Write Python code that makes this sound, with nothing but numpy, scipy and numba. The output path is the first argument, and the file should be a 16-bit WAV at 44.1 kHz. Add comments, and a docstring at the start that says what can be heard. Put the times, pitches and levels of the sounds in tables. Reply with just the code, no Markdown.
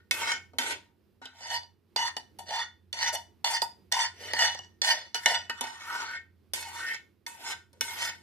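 """A steel spoon scrapes hot, sticky sauce out of a thin metal pan over a kitchen counter, close to a phone.
A scrape dies away, then taps and strokes sound on the side wall, from about 1.5 s on the base, from 5.5 s on the wall.
Taps are short noise bursts; scrapes are noise made of tiny slips, and both ring the pan's decaying modes.
Throughout, delay lines echo the spoon off the kitchen, over a wavering sine hum and a floor of shaped noise."""
import sys
import numpy as np
from scipy import signal
from scipy.fft import rfft, irfft
from scipy.io import wavfile
from scipy.ndimage import uniform_filter1d
from numba import njit

SR = 44100
rng = np.random.default_rng(int(sys.argv[2]) if len(sys.argv) > 2 else 0)


def wav_out(sig):
    """Save sig, one row per channel (or a flat mono array), as 16-bit PCM at SR to the path in sys.argv[1]."""
    wavfile.write(sys.argv[1], SR, np.round(np.clip(np.atleast_2d(sig).T, -1, 1) * 32767).astype(np.int16))


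N = 362502

# appliance hum before its waver: (time [s], level [dB])
HUM_SWELL = [(0.0, -70), (0.201, -66), (0.73, -63.5), (0.98, -81), (1.58, -63), (1.92, -75), (3.18, -61),
             (3.36, -70.5), (3.75, -71.5), (4.442, -56.5), (4.97, -75), (5.45, -62.5), (5.91, -71.5),
             (6.748, -60.5), (7.12, -79), (7.35, -70), (8.06, -62), (8.22, -67)]
# colour of the room noise: (frequency [Hz], relative density [dB per Hz])
FLOOR_COLOUR = [(18, -48.5), (30, -29.5), (81, 1.5), (153, -9), (210, -0.5), (259, -9), (364, -1),
                (632, -18.5), (5040, -30), (6720, -38), (8080, -38), (14800, -32.5), (16000, -57.5)]
# where the spoon touches: (time [s], place [0 base - 1 side wall])
SPOON_PLACE = [(0, 1), (1.38, 0.94), (1.48, .05), (2.1, .04), (2.6, .06), (3.9, .04), (4.25, 0.17),
               (4.45, .06), (5.0, 0.11), (5.15, 0.51), (5.35, 0.097), (5.55, 0.89), (5.8, .8), (6.1, 0.92),
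               (6.9, 0.88), (7.5, 0.97), (8.2, .85)]
# pan modes, decay before the losses of spoon and coating:
# (frequency [Hz], t60 [s], drive from the base [dB], drive from the wall [dB])
PAN_MODES = [(260, 0.49, -32, -6), (673, 0.16, -23, -27.5), (795, 0.047, -18, -16.5), (994, 0.034, -4, -22),
             (927.5, 0.13, -5.5, -8), (937.2, 0.22, -9.5, -11), (1180, 0.02, -42.5, -13),
             (1481, 0.22, -23, -9.5), (1539, 0.088, -24, -1.5), (1892, 0.1, 3.5, -16.5),
             (1839, 0.45, -2, -10.5), (1973, 0.027, -0.5, -6.5), (2060, 0.04, -9.5, -14.5),
             (2175.5, 0.085, -26.5, 2.5), (2582, 0.48, -37, -9.5), (2948, 0.18, 3.5, -36.5),
             (3136, 0.11, -18, -6), (3527, 0.12, -4.5, -6.5), (3525, 0.15, -1, -17),
             (3947, 0.25, -20.5, -7), (4340, 0.58, -8, -22), (4360, 0.021, 6.5, -2),
             (4835, 0.69, 1.5, -22.5), (5250, 0.054, -15, 1), (5880, 0.39, -26, -11), (5886, 0.017, 9, -22),
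             (6400, 0.51, -12, -11.5), (6970, 0.031, -15, -0.5), (7644, 0.039, -6.5, -8),
             (9600, 0.018, -19, -19.5)]
# the spoon lands or knocks: (time [s], burst level [dB], tick against it [dB], thud against it [dB])
SPOON_TAPS = [(0.1101, -10, -14.5, -9.5), (0.3015, -34, -21, -13), (0.5335, -58, -19, 23.5),
              (0.5849, -14, -7.5, -3.5), (1.2156, -53.5, -20, 23.5), (1.255, -33, -28, 0.5),
              (1.4073, -49.5, -17, 10), (1.632, -51.5, -16, 11), (1.9618, -21.5, -25, 0),
              (2.1662, -24.5, -37, 3.5), (2.3872, -43.5, 9.5, -2.5), (2.4899, -37, -21, 1.5),
              (2.928, -25.5, -30, -43.5), (3.129, -36, -9, 6), (3.4452, -17, -24.5, -19.5),
              (3.6182, -18, -24, 1), (3.923, -14, -17, -28), (4.334, -19.5, -22.5, 1),
              (4.5473, -33, -25, 7), (4.5895, -34.5, -24, 3.5), (4.8166, -18, -26, -3.5),
              (5.1444, -20, -26, -3), (5.2586, -9.5, -67, -4), (5.4966, -28, -34, 3),
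              (5.609, -18.5, -3.5, 2), (5.639, -32, -18, 6), (6.5346, -21, 5.5, -5), (7.264, -27, -10, -11),
              (7.73, -54, 6, 2.5), (7.809, -14.5, -5.5, -9.5)]
# short scrapes that fade from their first moment, most after a tap, the first already dying away:
# (time [s], level [dB], fade [dB/s], edge hiss against it [dB], rub centre [Hz], rub against it [dB])
FADING_SCRAPES = [(0, -66.5, 349, -25, 1502, -3), (0.111, -26.5, 148, -7.5, 1482, -29),
                  (0.535, -69, 64, -18, 510, 10), (0.586, -26.5, 199, -21, 1350, -21.5),
                  (1.217, -46.5, 127.5, -30, 1451, -10.5), (2.172, -43.5, 779, 0, 860, -0.5),
                  (2.391, -43, 467, -8.5, 732, -4), (2.932, -37, 201, -20, 687, -15),
                  (3.621, -35, 629.5, -1.5, 855, 4.5), (5.149, -26, 508, -11.5, 1437, -16),
                  (5.496, -35, 515, -14, 1420, -6.5), (5.611, -34, 100.5, -14.5, 958, -10),
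                  (6.539, -33, 108, -7.5, 943, -25), (7.268, -41.5, 102, -6.5, 968, -12.5),
                  (7.733, -68.5, 56, -8, 483.4, 2), (7.81, -34.5, 75, -6.5, 953, -23)]
# strokes rise or fall to a held level, then lift off:
# (time [s], level change [s], hold [s], first level [dB], held level [dB], lift [dB/s],
# edge hiss against it [dB], rub centre [Hz], rub glide [octaves/s], rub against it [dB], sauce [0 bare - 1 thick])
SCRAPE_STROKES = [(0.135, 0.089, .11, -38.5, -28.5, 329.5, -17, 1100, 2, -13.5, 0.25),
                  (0.593, 0.041, 0.091, -37, -30, 304, -12, 1349, -1.5, -18.5, 0.41),
                  (1.335, .21, .01, -60.5, -31, 398, -17, 750, 1.5, -16.5, 0.035),
                  (1.962, .005, 0.12, -20.5, -33.5, 597.5, -17.5, 800, 3.5, -11, 0.088),
                  (2.458, 0.052, .11, -59, -32, 422, -23, 700, 6.5, -11.5, .02),
                  (2.939, 0.085, .072, -40, -29.5, 799.5, -20.5, 800, 2, -19.5, .02),
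                  (3.127, 0.02, 0.01, -38.5, -32, 500, -3.5, 700, 5, -8.5, .02),
                  (3.444, .005, 0.12, -18, -27.5, 750.5, -16, 800, 0, -14, .02),
                  (3.917, .005, 0.13, -32.5, -29, 548, -17, 750, 6, -12, 0.022),
                  (4.138, 0.089, 0.087, -58.5, -39.5, 297.5, -14.5, 450, 2.5, -14, 0.4),
                  (4.345, 0.055, 0.056, -38, -23, 201, -16.5, 700, 2, -18, .02),
                  (4.817, 0.036, 0.071, -32.5, -25, 199, -15.5, 750, -2, -19, 0.033),
                  (5.189, .05, 0.013, -55.5, -48.5, 403, -7.5, 1563, 6.5, -8.5, 0.018),
                  (5.262, 0.006, 0.076, -18.5, -28, 259.5, -17.5, 700, 0, -14.5, .02),
                  (5.541, .05, 0.0062, -53, -50, 395, -27, 1300, 1, -8, .05),
                  (5.733, .21, .1, -53.5, -36.5, 300.5, -16, 1243, -0.5, -4.5, 0.26),
                  (6.04, .05, 0.073, -46, -39.5, 550.5, -22.5, 1448, 3, -7.5, 0.18),
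                  (6.629, .25, 0.064, -47.5, -36.5, 429.5, -11, 1746, 5.5, -9, 0.2),
                  (7.37, 0.12, 0.037, -49, -31, 379, -14, 1000, 6, -14.5, 0.19),
                  (7.905, 0.12, .07, -42, -31.5, 349, -12, 1300, 4, -16.5, 0.11)]
# bands of the edge hiss: (low edge [Hz], high edge [Hz], relative level [dB])
EDGE_BANDS = [(6070, 10000, -2.5), (10400, 14000, -10)]

HUM_HZ = 88  # centre of its slow waver
FLOOR_DB, FLOOR_UNSTEADY_DB = -68.5, 2
KITCHEN_T60_S, KITCHEN_DAMP, KITCHEN_DB = 0.25, 0.14, -10.5  # the damping shortens the treble further
BLOCK = 256  # samples between updates of the pan
TAP_RING_DB, TAP_CRACK_DB = -22.5, 0.5
HISS_LIFT = 4.3  # as a stroke lifts, its hiss falls this many times faster in dB than the scrape
RING_DB, RASP_DB = 0, -17  # both for a bare pan
RUB_Q, RUB_DB = 2.5, -7
HISS_UNSTEADY_DB = 3
PORT_LAG = 4  # samples
TOP_HZ = 15300


def undb(db):
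    """Decibels to gain."""
    return 10 ** (np.asarray(db) / 20)


def unit(x):
    """Scale to rms 1."""
    return x / np.sqrt(np.mean(x ** 2))


def curve(s, value):
    """Straight lines between points, one value a sample."""
    return np.interp(np.arange(N) / SR, s, value)


def band(x, lo_hz, hi_hz):
    """Causal band-pass, its top edge kept below the Nyquist limit."""
    edges = [lo_hz, min(hi_hz, .45 * SR)]
    return signal.sosfilt(signal.butter(2, edges, "bandpass", fs=SR, output="sos"), x)


def walk(rate):
    """Random levels held 1 / rate s and smoothed twice; spread near 1."""
    k = int(SR / rate)
    steps = np.repeat(rng.standard_normal(N // k + 1), k)
    return unit(uniform_filter1d(uniform_filter1d(steps, k), k)[:N])


def drifts(rate, count):
    """Unrelated slow walks, one value a block; spread 1."""
    size = int(SR / BLOCK / rate)
    noise = rng.standard_normal((count, N // BLOCK + 1))
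    return unit(uniform_filter1d(uniform_filter1d(noise, size, axis=1), size, axis=1))


def ports(make, alike):
    """A broad sound at the phone's two ports, with a shared part of power 'alike'."""
    return np.sqrt(alike) * make() + np.sqrt(1 - alike) * np.array([make(), make()])


def room_floor(hum_db):
    """Quiet noise, shaped over frequency; its low part swells along with the hum."""
    hz, db = np.transpose(FLOOR_COLOUR)
    f = np.fft.rfftfreq(N, 1 / SR) + 1  # the offset keeps the logarithm finite
    noise = ports(lambda: rng.standard_normal(N), alike=0.59)
    colour = undb(np.interp(np.log(f), np.log(hz), db))
    floor = unit(irfft(rfft(noise) * colour, N))
    floor = floor * undb(FLOOR_DB + FLOOR_UNSTEADY_DB * walk(8))
    return floor + band(floor, 40, 320) * undb(.5 * (hum_db + 60))


def appliance_hum(hum_db):
    """A sine that wavers slowly in pitch and faster in level."""
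    hz = HUM_HZ + 1.4 * walk(1)
    sine = np.sqrt(2) * np.sin(2 * np.pi * np.cumsum(hz) / SR)
    return sine * undb(hum_db + 1.3 * walk(15))


def kitchen():
    """Appliance hum over quiet room noise, stronger at the right port."""
    hum_db = curve(*np.transpose(HUM_SWELL))
    return (room_floor(hum_db) + appliance_hum(hum_db)) * undb([[-2.2], [2.2]])


@njit
def walls(x, lags, gain, damp):
    """Eight delay lines that feed each other, duller on every round."""
    line, soft, out = np.zeros((8, 4096)), np.zeros(8), np.zeros((2, len(x)))
    for i in range(len(x)):
        total = 0.
        for k in range(8):
            soft[k] += (1 - damp) * (gain[k] * line[k, (i - lags[k]) & 4095] - soft[k])
            total += soft[k]
            out[k % 2, i] += soft[k]
        for k in range(8):
            line[k, i & 4095] = x[i] + 1e-18 + soft[k] - total / 4
    return out


def kitchen_echo(spoon):
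    """The walls return the spoon as a short dense tail."""
    lags = rng.integers(500, 2200, 8)
    gain = undb(-60 * lags / SR / KITCHEN_T60_S)  # loss of one round
    return walls(spoon.mean(axis=0), lags, gain, KITCHEN_DAMP) * undb(KITCHEN_DB)


def touch():
    """Gains of scrape, hiss and rub, rub centre and sauce; the strongest contact dominates the last two."""
    t = np.arange(N) / SR
    power, tone = np.full((3, N), 1e-14), np.zeros((2, N))
    tone[0] = 1e-14 * np.log2(1000)  # untouched, the rub rests at 1 kHz
    for s, db, fade_db, hiss_db, hz, rub_db in FADING_SCRAPES:
        a = slice(int(s * SR), int((s + .5) * SR))
        p = undb(2 * (db - fade_db * (t[a] - s)))
        power[:, a] += p * undb([[0], [2 * hiss_db], [2 * rub_db]])
        tone[:, a] += p * np.array([[np.log2(hz)], [0.2]])  # a little sauce under each
    for s, change, hold, first_db, held_db, lift_db, hiss_db, hz, glide, rub_db, sauce in SCRAPE_STROKES:
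        a = slice(int(s * SR), int((s + .6) * SR))
        age = t[a] - s
        lifted_db = lift_db * np.maximum(age - change - hold, 0)
        level_db = np.interp(age, [0, max(change, .001)], [first_db, held_db])
        p = undb(2 * (level_db - lifted_db))
        power[0, a] += p
        power[1, a] += p * undb(2 * (hiss_db - (HISS_LIFT - 1) * lifted_db))
        power[2, a] += p * undb(2 * rub_db)
        # the rub glides in pitch as the spoon travels
        tone[0, a] += p * (np.log2(hz) + glide * (age - change))
        tone[1, a] += p * sauce
    tone = tone / power[0]
    gains = uniform_filter1d(np.sqrt(power), size=128, axis=1)
    return gains, 2 ** tone[0], np.clip(tone[1], 0, 1)


@njit
def ring(base, wall, pole, drive, ears, block):
    """Decaying modes pushed from two places; pitch, decay, drive and path to each port change by the block."""
    out = np.zeros((2, len(base)))
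    for m in range(len(pole)):
        z = 0j
        for i in range(len(base)):
            k = i // block
            z = z * pole[m, k] + drive[m, 0, k] * base[i] + drive[m, 1, k] * wall[i] + 1e-18
            out[0, i] += (z * ears[m, 0, k]).imag
            out[1, i] += (z * ears[m, 1, k]).imag
    return out


def build_pan(body):
    """The pan as a bank of modes; returns a function that gives its sound for a push."""
    wall = np.clip(curve(*np.transpose(SPOON_PLACE)), 0, 1)
    hz, t60, base_db, wall_db = np.transpose(PAN_MODES)[:, :, None]
    # the pressing spoon bends each pitch a little
    bent = hz * (1 + 0.0048 * drifts(12, count=len(hz)))
    # while it presses hard it also damps the ring, which widens every mode
    pressure = np.clip((20 * np.log10(body[::BLOCK]) + 82.0) / 22, 0, 1)
    loss = 1 / np.maximum(t60, .01) + 2.7 * pressure + hz / 800  # the coating eats high modes faster
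    pole = np.exp(2j * np.pi * bent / SR - np.log(1000) * loss / SR)
    # the moving spoon crosses nodes and loops, so each mode is driven now more, now less
    drive_db = np.stack([base_db, wall_db], axis=1)
    drive = undb(drive_db + 2.2 * drifts(9, count=len(hz))[:, None])
    # the pan turns in the hand; higher modes radiate in finer lobes, so the ports agree less on them
    lobes = np.clip(hz / 3000, .45, 1.2)
    turn = np.stack([drifts(7.9, count=len(hz)), drifts(14, count=len(hz))], axis=1) * lobes[:, None]
    # the lowest mode and those near 4.3 kHz favour the right port
    left_db = -5 * np.exp(-(np.log(hz / 4300) / .3) ** 2) - 6 * (hz < 400)
    ears = undb(np.stack([left_db, -left_db], axis=1) / 2) * np.exp(1j * turn)
    return lambda push: ring(push * np.sqrt(1 - wall), push * np.sqrt(wall), pole, drive, ears, BLOCK)


def taps(pan):
    """Each tap is milliseconds of chatter that cracks, ticks and thuds; crack and thud ring the pan."""
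    t = np.arange(1024) / SR
    blow, tick, thud = np.zeros((3, 2, N + len(t)))
    chance = rng.standard_normal((len(SPOON_TAPS), 2, len(t)))
    for (s, db, sharp_db, thud_db), noise in zip(SPOON_TAPS, chance):
        at = slice(int(s * SR), int(s * SR) + len(t))
        noise = (noise + .15 * noise[0]) * np.minimum(t / .0007, 1)  # 0.7 ms rise
        noise = noise / np.sqrt(np.mean(noise[:, :128] ** 2))
        blow[:, at] += undb(db) * noise * np.exp(-t / .0012)
        tick[:, at] += undb(db + sharp_db) * noise * np.exp(-t / 0.0044)
        thud[:, at] += undb(db + thud_db) * noise * np.exp(-t / 0.0068)
    crack = band(blow[:, :N], 2400, 9800) * undb(TAP_CRACK_DB)
    knock = band(thud[:, :N], 690, 1100) * undb(1.0)
    high_tick = band(tick[:, :N], 8000, 11500) * undb(-2)
    push = crack[0] + 0.36 * band(thud[0, :N], 370, 880)
    return pan(push) * undb(TAP_RING_DB) + crack + knock + high_tick


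def grit(per_s, scatter_db):
    """Dense tiny slips of uneven size over smooth friction, all of it in patches."""
    size = undb(scatter_db * np.minimum(rng.exponential(size=N), 3))
    slips = (rng.random(N) < per_s / SR) * size * rng.standard_normal(N)
    friction = unit(slips) + 1.1 * rng.standard_normal(N)
    return unit(friction * undb(2.0 * walk(80) + 1.34 * walk(25)))


@njit
def sweep(x, hz, q):
    """State-variable band-pass whose centre moves."""
    y, b, l = np.empty(len(x)), 0., 0.
    for i in range(len(x)):
        g = np.tan(np.pi * hz[i] / SR)
        v = (b + g * (x[i] - l)) / (1 + g * (g + 1 / q))
        b, l, y[i] = 2 * v - b, l + 2 * g * v, v / q
    return y


def hollow_rub(friction, rub_hz):
    """A hollow colour that moves with the spoon: friction through two moving band-passes."""
    return np.array([unit(sweep(sweep(x, rub_hz, RUB_Q), rub_hz, RUB_Q)) for x in friction])


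def edge_hiss(rough):
    """Scrape hiss in two high bands, each with a random unsteady level."""
    edge = np.zeros((2, N))
    for lo_hz, hi_hz, db in EDGE_BANDS:
        hiss_band = band(band(rough, lo_hz, hi_hz), lo_hz, hi_hz)
        edge += hiss_band * undb(db + HISS_UNSTEADY_DB * walk(30))
    return unit(edge) * undb([[.8], [-.8]])


def scrape(pan, gains, rub_hz, sauce):
    """Friction rings the pan and is also heard straight, as rasp, squelch, edge hiss and hollow rub."""
    body, hiss, rub = gains
    # keep the push above about 650 Hz, so the ringing stays free of bass
    slips = band(band(grit(per_s=3000, scatter_db=6.0), 680, 12000), 630, 23000)
    loud = np.sqrt(np.mean(pan(slips) ** 2))
    rough = ports(lambda: grit(per_s=4700, scatter_db=0.5), alike=0.05)
    hollow = hollow_rub(rough + 0.12 * slips, rub_hz) * rub
    # sauce cushions the slips: less ring, but more rasp and a low squelch
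    # the rub mostly shakes the modes that lie under it
    push = slips * body * undb(-9 * sauce) + 1.04 * hollow[0]
    ringing = pan(push) * undb(RING_DB) / loud
    rasp = unit(band(rough, 1900, 3400)) * body * undb(RASP_DB + 20 * sauce)
    squelch = unit(band(rough[0] + .5 * rough, 300, 670)) * body * sauce * undb([[-11], [-6]])
    return ringing + rasp + squelch + hollow * undb(RUB_DB) + edge_hiss(rough) * hiss


def scene():
    """Spoon and pan, their echo off the kitchen walls, the background."""
    contact = touch()
    pan = build_pan(contact[0][0])
    spoon = scrape(pan, *contact) + taps(pan)
    spoon[1] = np.roll(spoon[1], shift=PORT_LAG)  # the pan stands nearer the left port
    return spoon + kitchen_echo(spoon) + kitchen()


def record(dry):
    """The phone rounds the loudest peaks and cuts the top."""
    rounded = np.tanh(.7 * dry) / .7
    return signal.sosfilt(signal.ellip(8, .2, 70, TOP_HZ, fs=SR, output="sos"), rounded)


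dry = scene()
out = record(dry)
wav_out(out)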